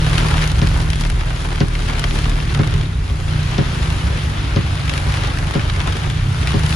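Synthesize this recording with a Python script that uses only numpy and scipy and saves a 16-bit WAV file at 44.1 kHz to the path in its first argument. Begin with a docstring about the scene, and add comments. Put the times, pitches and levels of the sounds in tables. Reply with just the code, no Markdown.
"""Rain drums on the windscreen and roof of a slowing car: hiss and patter are shaped noise, big splats
are noise bursts, and drops on the glass are short ticks. The engine, a stack of multiples of its firing
rate, drones through its gears over a road rumble of lumpy filtered noise. The wipers thud at both ends
of their sweep and heavy drips thud too: decaying cowl modes, with rubber ticks, slaps and low pushes.
In rain, glass and road, left and right share the bass and the top treble and differ most between."""
import sys
import numpy as np
from scipy import signal
from scipy.fft import rfft, irfft, next_fast_len
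from scipy.io import wavfile
from scipy.ndimage import uniform_filter1d, map_coordinates

SR = 44100
rng = np.random.default_rng(int(sys.argv[2]) if len(sys.argv) > 2 else 0)


def transcribe(u):
    """Save the signal u as a 16-bit wav file named by the first command-line argument.

    u: samples, shape (n,) or (channels, n), limited to [-1, 1]; the rate is SR.
    q: integer samples, one column per channel.
    """
    v = np.clip(np.atleast_2d(u).T, -1, 1)
    q = np.round(v * 32767).astype(np.int16)
    wavfile.write(sys.argv[1], SR, q)


N = 297802


def amp(db):
    """Decibels to gain."""
    return 10 ** (np.asarray(db) / 20)


def unit(x):
    """Scale to an RMS of 1."""
    return x / np.sqrt(np.mean(x ** 2) + 1e-20)


def along(points, hz):
    """Read (Hz, value) points along a log frequency axis."""
    point_hz, value = np.transpose(points)
    return np.interp(np.log(hz + 1), np.log(point_hz + 1), value)


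def curves(rows):
    """One value per sample for each column after the time."""
    s, *columns = np.transpose(rows)
    return [np.interp(np.arange(N) / SR, s, column) for column in columns]


def wobble(rate):
    """A smooth random curve with rate knots a second."""
    knots = rng.standard_normal(int(N * rate / SR) + 4)
    return map_coordinates(knots, [np.arange(N) * rate / SR])


def filtered(x, response):
    """Multiply the spectrum of x by a complex response of frequency."""
    size = next_fast_len(N + 8192)
    return irfft(rfft(x, size) * response(np.fft.rfftfreq(size, 1 / SR)), size)[..., :N]


# Likeness of left and right: pitch_hz, likeness (0 to 1)
LIKENESS = [(30, 1), (70, 1), (160, 0.83), (270, 0.76), (500, 0.17), (800, 0.41), (1100, 0.022),
            (1600, 0.04), (3000, 0.49), (5600, 0.23), (6500, 0.31), (7600, 0.48), (8400, 1), (15500, 1)]
# Phase of left ahead of right: pitch_hz, phase_rad
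STEREO_PHASE = [(100, 0), (400, -.3), (900, 1), (1200, -1.5), (1800, -1.4), (2100, .4), (3000, .8),
                (6000, .6), (8400, -np.pi), (9900, -2 * np.pi), (12200, -3 * np.pi), (14000, -4 * np.pi),
                (15600, -5 * np.pi)]
# Balance, left minus right: pitch_hz, balance_db
BALANCE = [(45, 0), (70, -0.7), (120, -1.4), (220, 1), (450, 1.4), (800, 1), (1290, 0.6), (2380, 3),
           (4400, 2.8), (8120, 0.3), (15000, 0)]


def stereo(pair):
    """Two unrelated sounds become left and right: partly shared, with phase and balance turning with pitch."""
    def right_mix(hz):
        alike = np.clip(along(LIKENESS, hz), 0, 1)
        shared = alike * np.exp(-1j * along(STEREO_PHASE, hz))
        own = np.sqrt(1 - alike ** 2)
        return amp(-along(BALANCE, hz) / 2) * np.array([shared, own])

    left = filtered(pair[0], lambda hz: amp(along(BALANCE, hz) / 2))
    right = filtered(pair, right_mix).sum(axis=0)
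    return np.array([left, right])


PATCHY_DB = 1.5  # RMS depth of the blotches


def blotchy():
    """Two noises whose gain varies in small patches of time and pitch."""
    spectra = signal.stft(rng.standard_normal((2, N)), nperseg=1024)[2]
    patches = rng.standard_normal(spectra.shape[1:])
    for axis in (0, 1):
        patches = uniform_filter1d(patches, size=3, axis=axis)
    gain = amp(PATCHY_DB * unit(patches))
    return unit(signal.istft(spectra * gain, nperseg=1024)[1][:, :N])


def fading(power, t60):
    """Every spike of power dies away by 60 dB over t60 seconds."""
    return signal.lfilter([1], [1, -amp(-120 / (t60 * SR))], power)


def patter(per_second, spread_db, colour_db, t60):
    """Power of random drops in three colours, mean 1; a few drops are far bigger than the rest."""
    drops = rng.random((round(per_second * 7), 5))
    at = np.minimum(drops[:, 0] * N, N - 1).astype(int)
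    size_db = -spread_db * np.log(np.maximum(drops[:, 1], .004))
    power = []
    for chance in drops[:, 2:].T:
        spikes = np.bincount(at, amp(2 * (size_db + colour_db * (2 * chance - 1))), N)
        power.append(fading(spikes, t60))
    power = np.array(power)
    return power / power.mean(axis=1, keepdims=True)


# Loudest single splats: start_s, level_db, tick_pitch_hz, dull_db, bright_db (both relative to level_db)
SPLATS = [(0.045, -21, 2950, 2, -8), (0.0643, -16.5, 3500, 2, -6), (0.096, -20.5, 3940, 0, 4.5),
          (0.1531, -19, 3600, -4, -6), (0.1805, -9, 2790, -7, -3), (0.2, -20, 2500, 4, -7),
          (0.2447, -16.5, 2960, 5.5, -8), (0.2843, -24, 3010, -10, 10), (0.3084, -21, 2200, 5, 1),
          (0.34, -16.5, 3160, 6.5, -9), (0.3802, -16, 3190, -9, -10), (0.415, -23, 4500, -3, 2),
          (0.4219, -16, 4300, -6, 1), (0.43, -19.5, 3500, 5, 0), (0.44, -17, 2000, 2, 0),
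          (0.4534, -24, 3200, -4, 2), (0.4756, -21.5, 5500, -10, 7.5), (0.5164, -22.5, 2960, 3, 7.5),
          (0.591, -22.5, 2870, 6, 3), (0.6712, -13.5, 3110, -3, -5), (0.8034, -19, 2740, -1, -6),
          (0.9018, -19.5, 2994, -3, 6.5), (0.932, -15, 2600, -7, -5), (0.957, -23, 3300, -8, 2),
          (1.0002, -28, 3000, -8, 4), (1.009, -21, 2310, 5.5, 8.5), (1.0365, -18, 2410, -9, -7),
          (1.0503, -17, 2628, 1.5, -4), (1.1, -18, 2930, -4, 2), (1.2088, -20.5, 2216, 2, -20),
          (1.304, -28.5, 3370, 13.5, 2), (1.4473, -23.5, 3540, 8.5, -14), (1.5163, -22.5, 3250, 7, -15),
          (1.5777, -23.5, 2880, 6, -8), (1.683, -26, 3403, -8, 6), (1.7253, -31, 3120, 5, -6),
          (1.7519, -17, 3180, -2, -10), (1.7916, -22, 3397, -1, -3), (1.887, -20, 2260, 4, -10),
          (1.898, -19, 2610, 2.5, -5), (1.984, -20.5, 3500, -6, 1), (1.9941, -15, 3820, -5, 3.5),
          (2.04, -10.5, 2895, -1, -4), (2.1089, -18, 3030, -5, -13), (2.156, -20, 3040, 4, -3),
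          (2.1882, -21.5, 2945, 5, 4), (2.2544, -18.5, 2966, 2, -9), (2.2955, -23, 2823, -5, 6),
          (2.4017, -20.5, 3180, -10, -15), (2.5233, -25, 2478, 7, -3), (2.505, -24.5, 2500, 7, -9),
          (2.5407, -23, 3000, -6, 2), (2.547, -15, 2512, 0, -1.5), (2.633, -19.5, 2270, 6, -7),
          (2.674, -21, 3137, 2, 3), (2.739, -17, 3790, -7, -4), (2.7786, -23.5, 2990, -8, -2),
          (2.811, -22, 3340, -3, -5), (2.833, -28, 3800, -8, -4), (3.2809, -26, 2493, -9, -5),
          (3.4305, -24, 3000, -3, 1), (3.5113, -25, 3000, -6, 1), (3.9024, -24, 2290, -4, 4),
          (4.175, -25, 2500, 4, 0), (4.2362, -32, 3000, -5, 0), (4.3724, -26.5, 2584, 7, -5),
          (4.8137, -26, 3010, -9, -15), (4.8784, -17.5, 2731, -4, -8), (4.8946, -11.5, 2397, -9, -7),
          (4.9768, -19.5, 2750, 2, 3.5), (4.937, -17.5, 1800, 0, 0), (5.0682, -24, 4500, -6, -4),
          (5.0976, -23, 2600, -4, -10), (5.14, -18.5, 2000, 4.5, -6), (5.1218, -18.5, 2280, 0, -1),
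          (5.17, -20, 3400, -8, -3), (5.236, -19, 2450, 5.5, -3), (5.247, -19.5, 2202, -3, -3),
          (5.272, -24, 3413, 9, 5.5), (5.386, -20.5, 2433, 1, 3), (5.4263, -24, 2904, 6, -3),
          (5.471, -23, 2374, 0, -3), (5.5373, -20, 2238, 6, -5), (5.5949, -19, 2327, -1, -13),
          (5.6987, -16, 2200, -19, -25), (5.7367, -39, 2780, -7, -13), (5.803, -15.5, 3376, 1, -9),
          (5.874, -18, 2420, 7.5, 0), (5.923, -20, 2565, -6, -3), (6.0365, -23.5, 3097, 6.5, 0),
          (6.0608, -31.5, 2617, 15, 6), (6.1, -20, 2668, -2, 0), (6.4134, -23, 2686, -11, 0),
          (6.4725, -14.5, 2417, -4, -1), (6.594, -24, 3104, -2, 5), (6.6341, -19, 2270, 2.5, -2),
          (6.6622, -15.5, 3250, -9, -1), (6.6936, -18.5, 4274, -8, 3), (6.7065, -17, 2755, -12, -5),
          (6.726, -15.5, 3450, -13, -5)]
# Decay of a splat's dull, middle and bright splash: t60_s
SPLASH_S = [
    [0.045],
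    [0.032],
    [0.024],
]
CRACK_DB, CRACK_S, CRACK_RISE_S = 8, 0.008, 0.0007  # crack over splash before its rise; t60; rise time


def splats():
    """Power of the big drops' crack and splash; the dull part swells slowest and has no crack."""
    power, t = np.zeros((3, N + SR)), np.arange(SR // 8) / SR
    crack = amp(2 * CRACK_DB - 120 * t / CRACK_S) * (1 - np.exp(-t / CRACK_RISE_S)) ** 2
    rise_s = np.array([[.004], [.003], [.002]])
    splash = amp(-120 * t / np.array(SPLASH_S)) * (1 - np.exp(-t / rise_s)) ** 2
    shape = crack * [[0], [1], [1]] + splash
    for s, db, _, dull_db, bright_db in SPLATS:
        colour_db = np.array([[dull_db], [0], [bright_db]])
        power[:, round(s * SR):][:, :len(t)] += amp(2 * (db + colour_db)) * shape
    return power[:, :N]


# Shower: start_s, rain_db, spatter_db (nearer drops relative to the hiss)
SHOWER = [(0, -27.5, -2), (.25, -26, 1), (.45, -27, 2), (.54, -32, 1), (.78, -32, 4.5), (.9, -34, 1),
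          (1.22, -33, 2.5), (1.8, -33.5, 2), (2.08, -29.5, -1), (2.42, -33.5, 3), (2.72, -34, 3),
          (2.82, -33, 0), (2.9, -36.5, -0.5), (3.0, -35.5, -7), (3.1, -34.5, 0.5), (3.26, -34.5, -3.5),
          (3.29, -31, -3), (3.6, -29, -3), (3.95, -29.5, -2.5), (4.45, -30.5, -4.5), (4.95, -30.5, 2),
          (5.2, -27.5, -3.5), (5.38, -32.5, 2), (5.85, -30, 2), (6.27, -32, -4), (6.5, -29.5, 2),
          (6.75, -28.5, -4.5)]
# Treble hiss, used as swings around its own mean: start_s, level_db
TREBLE = [(0.0, -39), (0.38, -40), (0.58, -44), (1.35, -46.5), (1.73, -45.5), (2.12, -43.5), (2.59, -47.5),
          (2.84, -48.5), (3.12, -47), (3.55, -43.5), (3.82, -43), (4.36, -44), (4.63, -46), (5.13, -41.5),
          (5.49, -45.5), (6.41, -44), (6.62, -43), (6.75, -37.5)]
# Glass and roof as heard inside, relative weight per Hz: pitch_hz, level_db
PANELS = [(150, -1), (300, 2), (450, -1), (700, -1), (1400, 1), (2400, -3), (3400, -4), (4200, -7.5),
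          (5000, -10), (7000, -15.5), (9500, -16), (11500, -21.5), (12800, -39), (15500, -33)]
# Centres of the dull, middle and bright part of every drop: pitch_hz
COLOURS_HZ = [1026, 3110, 8700]
SPLASH_DB = 2.5  # boost of the splats' splash and crack


def rain():
    """Far drops blur to a hiss, nearer ones patter, heavy ones splash; all shake the panels."""
    level_db, spatter_db = curves(SHOWER)
    treble_db, = curves(TREBLE)
    near = .5 * patter(500, spread_db=2.4, colour_db=5, t60=.012)
    near += .3 * patter(90, spread_db=1.2, colour_db=6, t60=.05)
    gusts = amp(2.0 * np.array([wobble(10) for _ in range(3)]))  # each colour swells on its own
    bright_db = level_db.mean() + treble_db - treble_db.mean()
    swell_db = np.array([level_db, level_db, bright_db])
    shower = amp(2 * swell_db) * gusts * (1.09 + amp(2 * spatter_db) * near)
    power = shower + amp(2 * SPLASH_DB) * splats()

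    hz = np.fft.rfftfreq(4096, 1 / SR)
    scale = np.sqrt(np.mean(amp(2 * along(PANELS, hz))))
    out = 0
    for k, part in enumerate(power):
        def panel(hz):
            share = along(list(zip(COLOURS_HZ, np.arange(3) == k)), hz)  # the three power shares sum to 1
            return np.sqrt(share) * amp(along(PANELS, hz)) / scale

        out = out + filtered(np.sqrt(part) * blotchy(), panel)
    return stereo(out)


def ticks(s, db, hz, cycles):
    """Drops on glass ring as sines that fall 60 dB within a few cycles, one row per drop."""
    n = np.arange(SR // 200)
    turn = hz[:, None] * n / SR
    grain = amp(db[:, None] - 60 * turn / cycles) * np.sin(2 * np.pi * turn) * (1 - np.exp(-turn / 0.22))
    at = np.round(s * SR).astype(int)[:, None] + n
    return np.bincount(at.ravel(), grain.ravel(), N + SR)[:N]


TICK_DB, CRACKLE_DB = -6, 1  # big ticks relative to splat level; small ticks relative to the spatter
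SNAP_HZ, SNAP_DB = 5200, 1.5  # a splat's snap, relative to its bright part


def glass():
    """Drops striking the windscreen tick: big splats and a crackle of small ones following the spatter."""
    s, db, hz, _, bright_db = np.transpose(SPLATS)
    big = ticks(s + 0.00101, db + TICK_DB, hz, cycles=17.0)
    big += ticks(s + 0.00077, db + bright_db + SNAP_DB, np.full(len(s), SNAP_HZ), cycles=2.0)
    level_db, spatter_db = curves(SHOWER)
    pair = []
    for late_s in (0, .0004):  # the pair holds the big ticks slightly apart, and unrelated small ones
        when, size, pitch = rng.random((2600, 3)).T
        when = when * (N - 1) / SR
        bigger_db = -4.2 * np.log(np.maximum(size, .03))
        small_db = (level_db + spatter_db)[(when * SR).astype(int)] + CRACKLE_DB + bigger_db
        small = ticks(when, small_db, 900 * 9 ** pitch, cycles=4.0)
        pair.append(np.roll(big, round(late_s * SR)) + small)
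    return stereo(filtered(np.array(pair), lambda f: amp(np.minimum(along(PANELS, f) + 4, 0))))


# Engine: start_s, firing_hz, load_db, step_db (from one multiple of the firing rate to the next)
ENGINE = [(0, 38.9, 9, 2.5), (.2, 38.57, 6, 3), (.55, 38.48, 3, 2), (1, 38.4, 0, 0.3),
          (1.4, 38.58, -2, -0.5), (1.7, 38.4, -1.5, -1.5), (2.14, 37.12, -1.5, 1),
          (2.27, 38.08, -0.5, -1.5), (2.42, 37.45, -0.5, 0), (2.56, 35.62, 2, 2), (2.7, 38.16, 3, 2),
          (2.8, 37.31, 6, 1), (2.93, 30.76, -3.5, -3), (3.1, 29.8, -2, -3), (3.35, 29.8, 3, 0.8),
          (3.6, 28.98, -2, 1.5), (3.9, 26.1, -3, 1.5), (4.3, 24.76, -2.5, -0.5), (5.0, 24.12, -3, 0.2),
          (5.5, 23.78, -2.5, 0.2), (5.98, 23.44, -3, -0.2), (6.25, 33.57, 3.5, -1), (6.45, 30.2, -3, 3),
          (6.75, 30.97, 2, 1.8)]
# How the cabin answers the engine: pitch_hz, level_db
CABIN = [(22, -50), (30, -39.5), (38, -21.5), (48, -40), (75, -32), (96, -22.5), (116, -28.5), (150, -25.5),
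         (166, -33.5), (185, -56), (260, -63.5)]


def engine():
    """One pulse per firing: its multiples, in step with each other, boom in the cabin's resonances."""
    firing_hz, load_db, step_db = curves(ENGINE)
    turns = 2 * np.pi * np.cumsum(firing_hz * (1 + 0.0013 * wobble(7.9))) / SR
    hum = 0
    for k in range(1, 9):
        level_db = along(CABIN, k * firing_hz) + load_db + step_db * (k - 3.5) + 0.46 * wobble(9.6)
        hum = hum + amp(level_db) * np.sin(-k * turns)
    return filtered(np.sqrt(2) * hum, lambda f: amp(along(BALANCE, f) / 2 * [[1], [-1]]))


# Road rumble before the band trims: start_s, deep_db, middle_db, upper_db
ROAD = [(0.0, -27, -15.5, -37), (0.49, -19, -17, -34.5), (0.71, -26, -15, -36.5), (1.33, -24, -23, -37),
        (1.77, -33, -22, -34.5), (2.07, -18, -21.5, -34), (2.45, -26, -23, -33), (2.74, -32, -12.5, -33.5),
        (2.95, -25.5, -22, -37), (3.25, -28, -19.5, -39.5), (4.08, -24, -18.5, -34.5),
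        (4.17, -25, -23, -37), (4.77, -30.5, -16.5, -39), (5.17, -28.5, -19.5, -37.5),
        (5.71, -23.5, -21.5, -37.5), (6.26, -32, -18, -38.5), (6.75, -25, -17, -36)]
# Colour of the deep, middle and upper rumble, relative weight per Hz: pitch_hz, level_db
RUMBLE = [
    [(22, -40), (34, -1.5), (50, -6), (70, -13), (100, -21)],
    [(40, -56), (60, 1.5), (100, -8.5), (160, -10), (185, -22), (230, -62)],
    [(130, -38), (190, -0.5), (250, -1.5), (330, -5), (440, -7.5), (540, -29.5), (800, -43)],
]
# Trim of the deep, middle and upper rumble: trim_db
RUMBLE_TRIM_DB = [0.5, -3, 1.5]


def road():
    """Tyres and body rumble in lumps: three bands of noise with two random swells each."""
    out = 0
    for level_db, spectrum, trim_db in zip(curves(ROAD), RUMBLE, RUMBLE_TRIM_DB):
        def colour(hz):
            inside = (hz > spectrum[0][0]) * (hz < spectrum[-1][0])
            return amp(along(spectrum, hz)) * inside

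        lumps = amp(1.3 * wobble(14) + 1.14 * wobble(4.41)) * rng.standard_normal((2, N))
        out = out + amp(level_db + trim_db) * unit(stereo(filtered(lumps, colour)))
    return out


# Modes of the cowl under the windscreen: pitch_hz, level_db, t60_s, right_gain (left is 1)
COWL = [(93, 3, 0.08, 0.94), (146.4, 10.5, 0.082, 0.83), (155, 8, 0.106, 0.6), (186, -14, 0.4, -2),
        (197, 7, 0.032, 0.42), (254, -11, 0.3, 0.5), (314, -10, 0.25, 0.5), (402, -13, 0.25, 0.8),
        (550, -9, 0.2, -0.3), (730, -25, 0.11, 2.0), (1020, -18, 0.09, 0.24), (1714, -27, 0.025, 2)]


def knock(t, soft_db):
    """One cowl blow: modes swell over a cycle or two, neighbours opposed, tilted -soft_db per octave."""
    blow = 0
    for k, (hz, level_db, t60, right) in enumerate(COWL):
        mode_db = level_db + rng.normal(0, .4) - soft_db * np.log2(hz / 140)
        swell = (1 - np.exp(-t * hz / 0.43)) ** 2
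        mode = amp(mode_db - 60 * t / t60) * swell * np.sin(2 * np.pi * hz * t)
        blow = blow + (-1) ** (k + 1) * mode * [[1], [right]]
    return blow


def place(out, s, sound):
    """Add a sound to the mix from s seconds on."""
    out[:, round(s * SR):][:, :sound.shape[-1]] += sound


# Wipers turn at the top: start_s, push_db (before its rise), knock_db (gain on the cowl modes)
TURN = [(0.137, -13, -29), (1.122, -1.5, -22), (2.114, -18, -24), (3.099, -5, -21.5), (4.1, -3.5, -22),
        (5.062, -1.5, -18.5), (6.067, -3, -24)]


def wiper_turns(out, t):
    """At the top of the sweep a light cowl knock leads a soft low push, a decaying 62 Hz sine."""
    for s, push_db, knock_db in TURN:
        place(out, s, amp(knock_db) * knock(t, soft_db=0.0))
        push = amp(push_db - 60 * t / 0.13) * np.sin(2 * np.pi * 62 * t) * (1 - np.exp(-t / 0.0069))
        place(out, s + .011, -push)


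# Heavy drips from the trees, before an 11 dB cut: start_s, level_db
DRIPS = [(0.432, -28), (1.888, -30), (4.899, -21), (5.235, -23), (5.869, -22)]


def drips(out, t):
    """Heavy drips from the trees thud on the cowl, its modes tilted towards the treble."""
    for s, db in DRIPS:
        place(out, s - .003, amp(db - 11.0) * knock(t, soft_db=-5.0))


def band(lo_hz, hi_hz, x):
    """Keep a band of x."""
    return signal.lfilter(*signal.butter(2, [lo_hz, hi_hz], "band", fs=SR), x)


# Wipers reach the bottom: start_s, blow_db (gain on the cowl modes), tick_db, slap_db (relative to blow_db)
PARK = [(0.618, -9.5, 6, 5), (1.606, -6.5, 3, 3), (2.5924, -8, 1, 5), (3.583, -6.5, 3, 0),
        (4.562, -8.5, 1.5, 3), (5.553, -8, -1, 2.5), (6.5415, -8, 2, -3.5)]
SECOND_S, SECOND_DB = .0215, -3.8  # the second blade's delay and its level against the first
SETTLE_S, STILL_S = .3, .045  # t60 of the extra damping on the first and second blow


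def wiper_parks(out, t):
    """At the bottom the rubber flips with a tick and wet slap of noise, and two blades knock the cowl."""
    for s, db, tick_db, slap_db in PARK:
        fade = amp(-60 * t / .005) + .22 * amp(-60 * t / .09)
        flip = fade * (1 - np.exp(-t / .0003)) * rng.standard_normal(len(t))
        tick = band(1800, 6000, band(2200, 5400, flip)) * [[1], [.6]]
        wet = amp(-60 * t / 0.088) * (1 - np.exp(-t / 0.0054)) ** 2 * rng.standard_normal((2, len(t)))
        slap = band(270, 2600, band(270, 2600, wet))
        place(out, s - .002, amp(db + tick_db) * tick + amp(db + slap_db) * slap)
        settling = amp(-60 * np.maximum(t - SECOND_S, 0) / SETTLE_S)  # starts as the second blade lands
        place(out, s - .0006, amp(db) * knock(t, soft_db=0) * settling)
        stilling = amp(-60 * np.maximum(t - .01, 0) / STILL_S)
        place(out, s + SECOND_S, amp(db + SECOND_DB) * knock(t, soft_db=6) * stilling)


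def wipers_and_drips():
    """Everything that strikes the cowl: wiper turns, heavy drips and wiper landings."""
    out, t = np.zeros((2, N + SR)), np.arange(SR // 4) / SR
    wiper_turns(out, t)
    drips(out, t)
    wiper_parks(out, t)
    return out[:, :N]


def scene():
    """Rain and glass ticks over engine and road, with the cowl's thuds."""
    return rain() + glass() + engine() + road() + wipers_and_drips()


FULL, TOP_HZ = .95, 15750  # ceiling of the rounded peaks before the band limit; band limit


def record(dry):
    """Round off the highest peaks, then keep nothing above the band limit."""
    rounded = dry / (1 + np.abs(dry / FULL) ** 8) ** (1 / 8)
    return filtered(rounded, lambda hz: hz < TOP_HZ)


dry = scene()
out = record(dry)
transcribe(out)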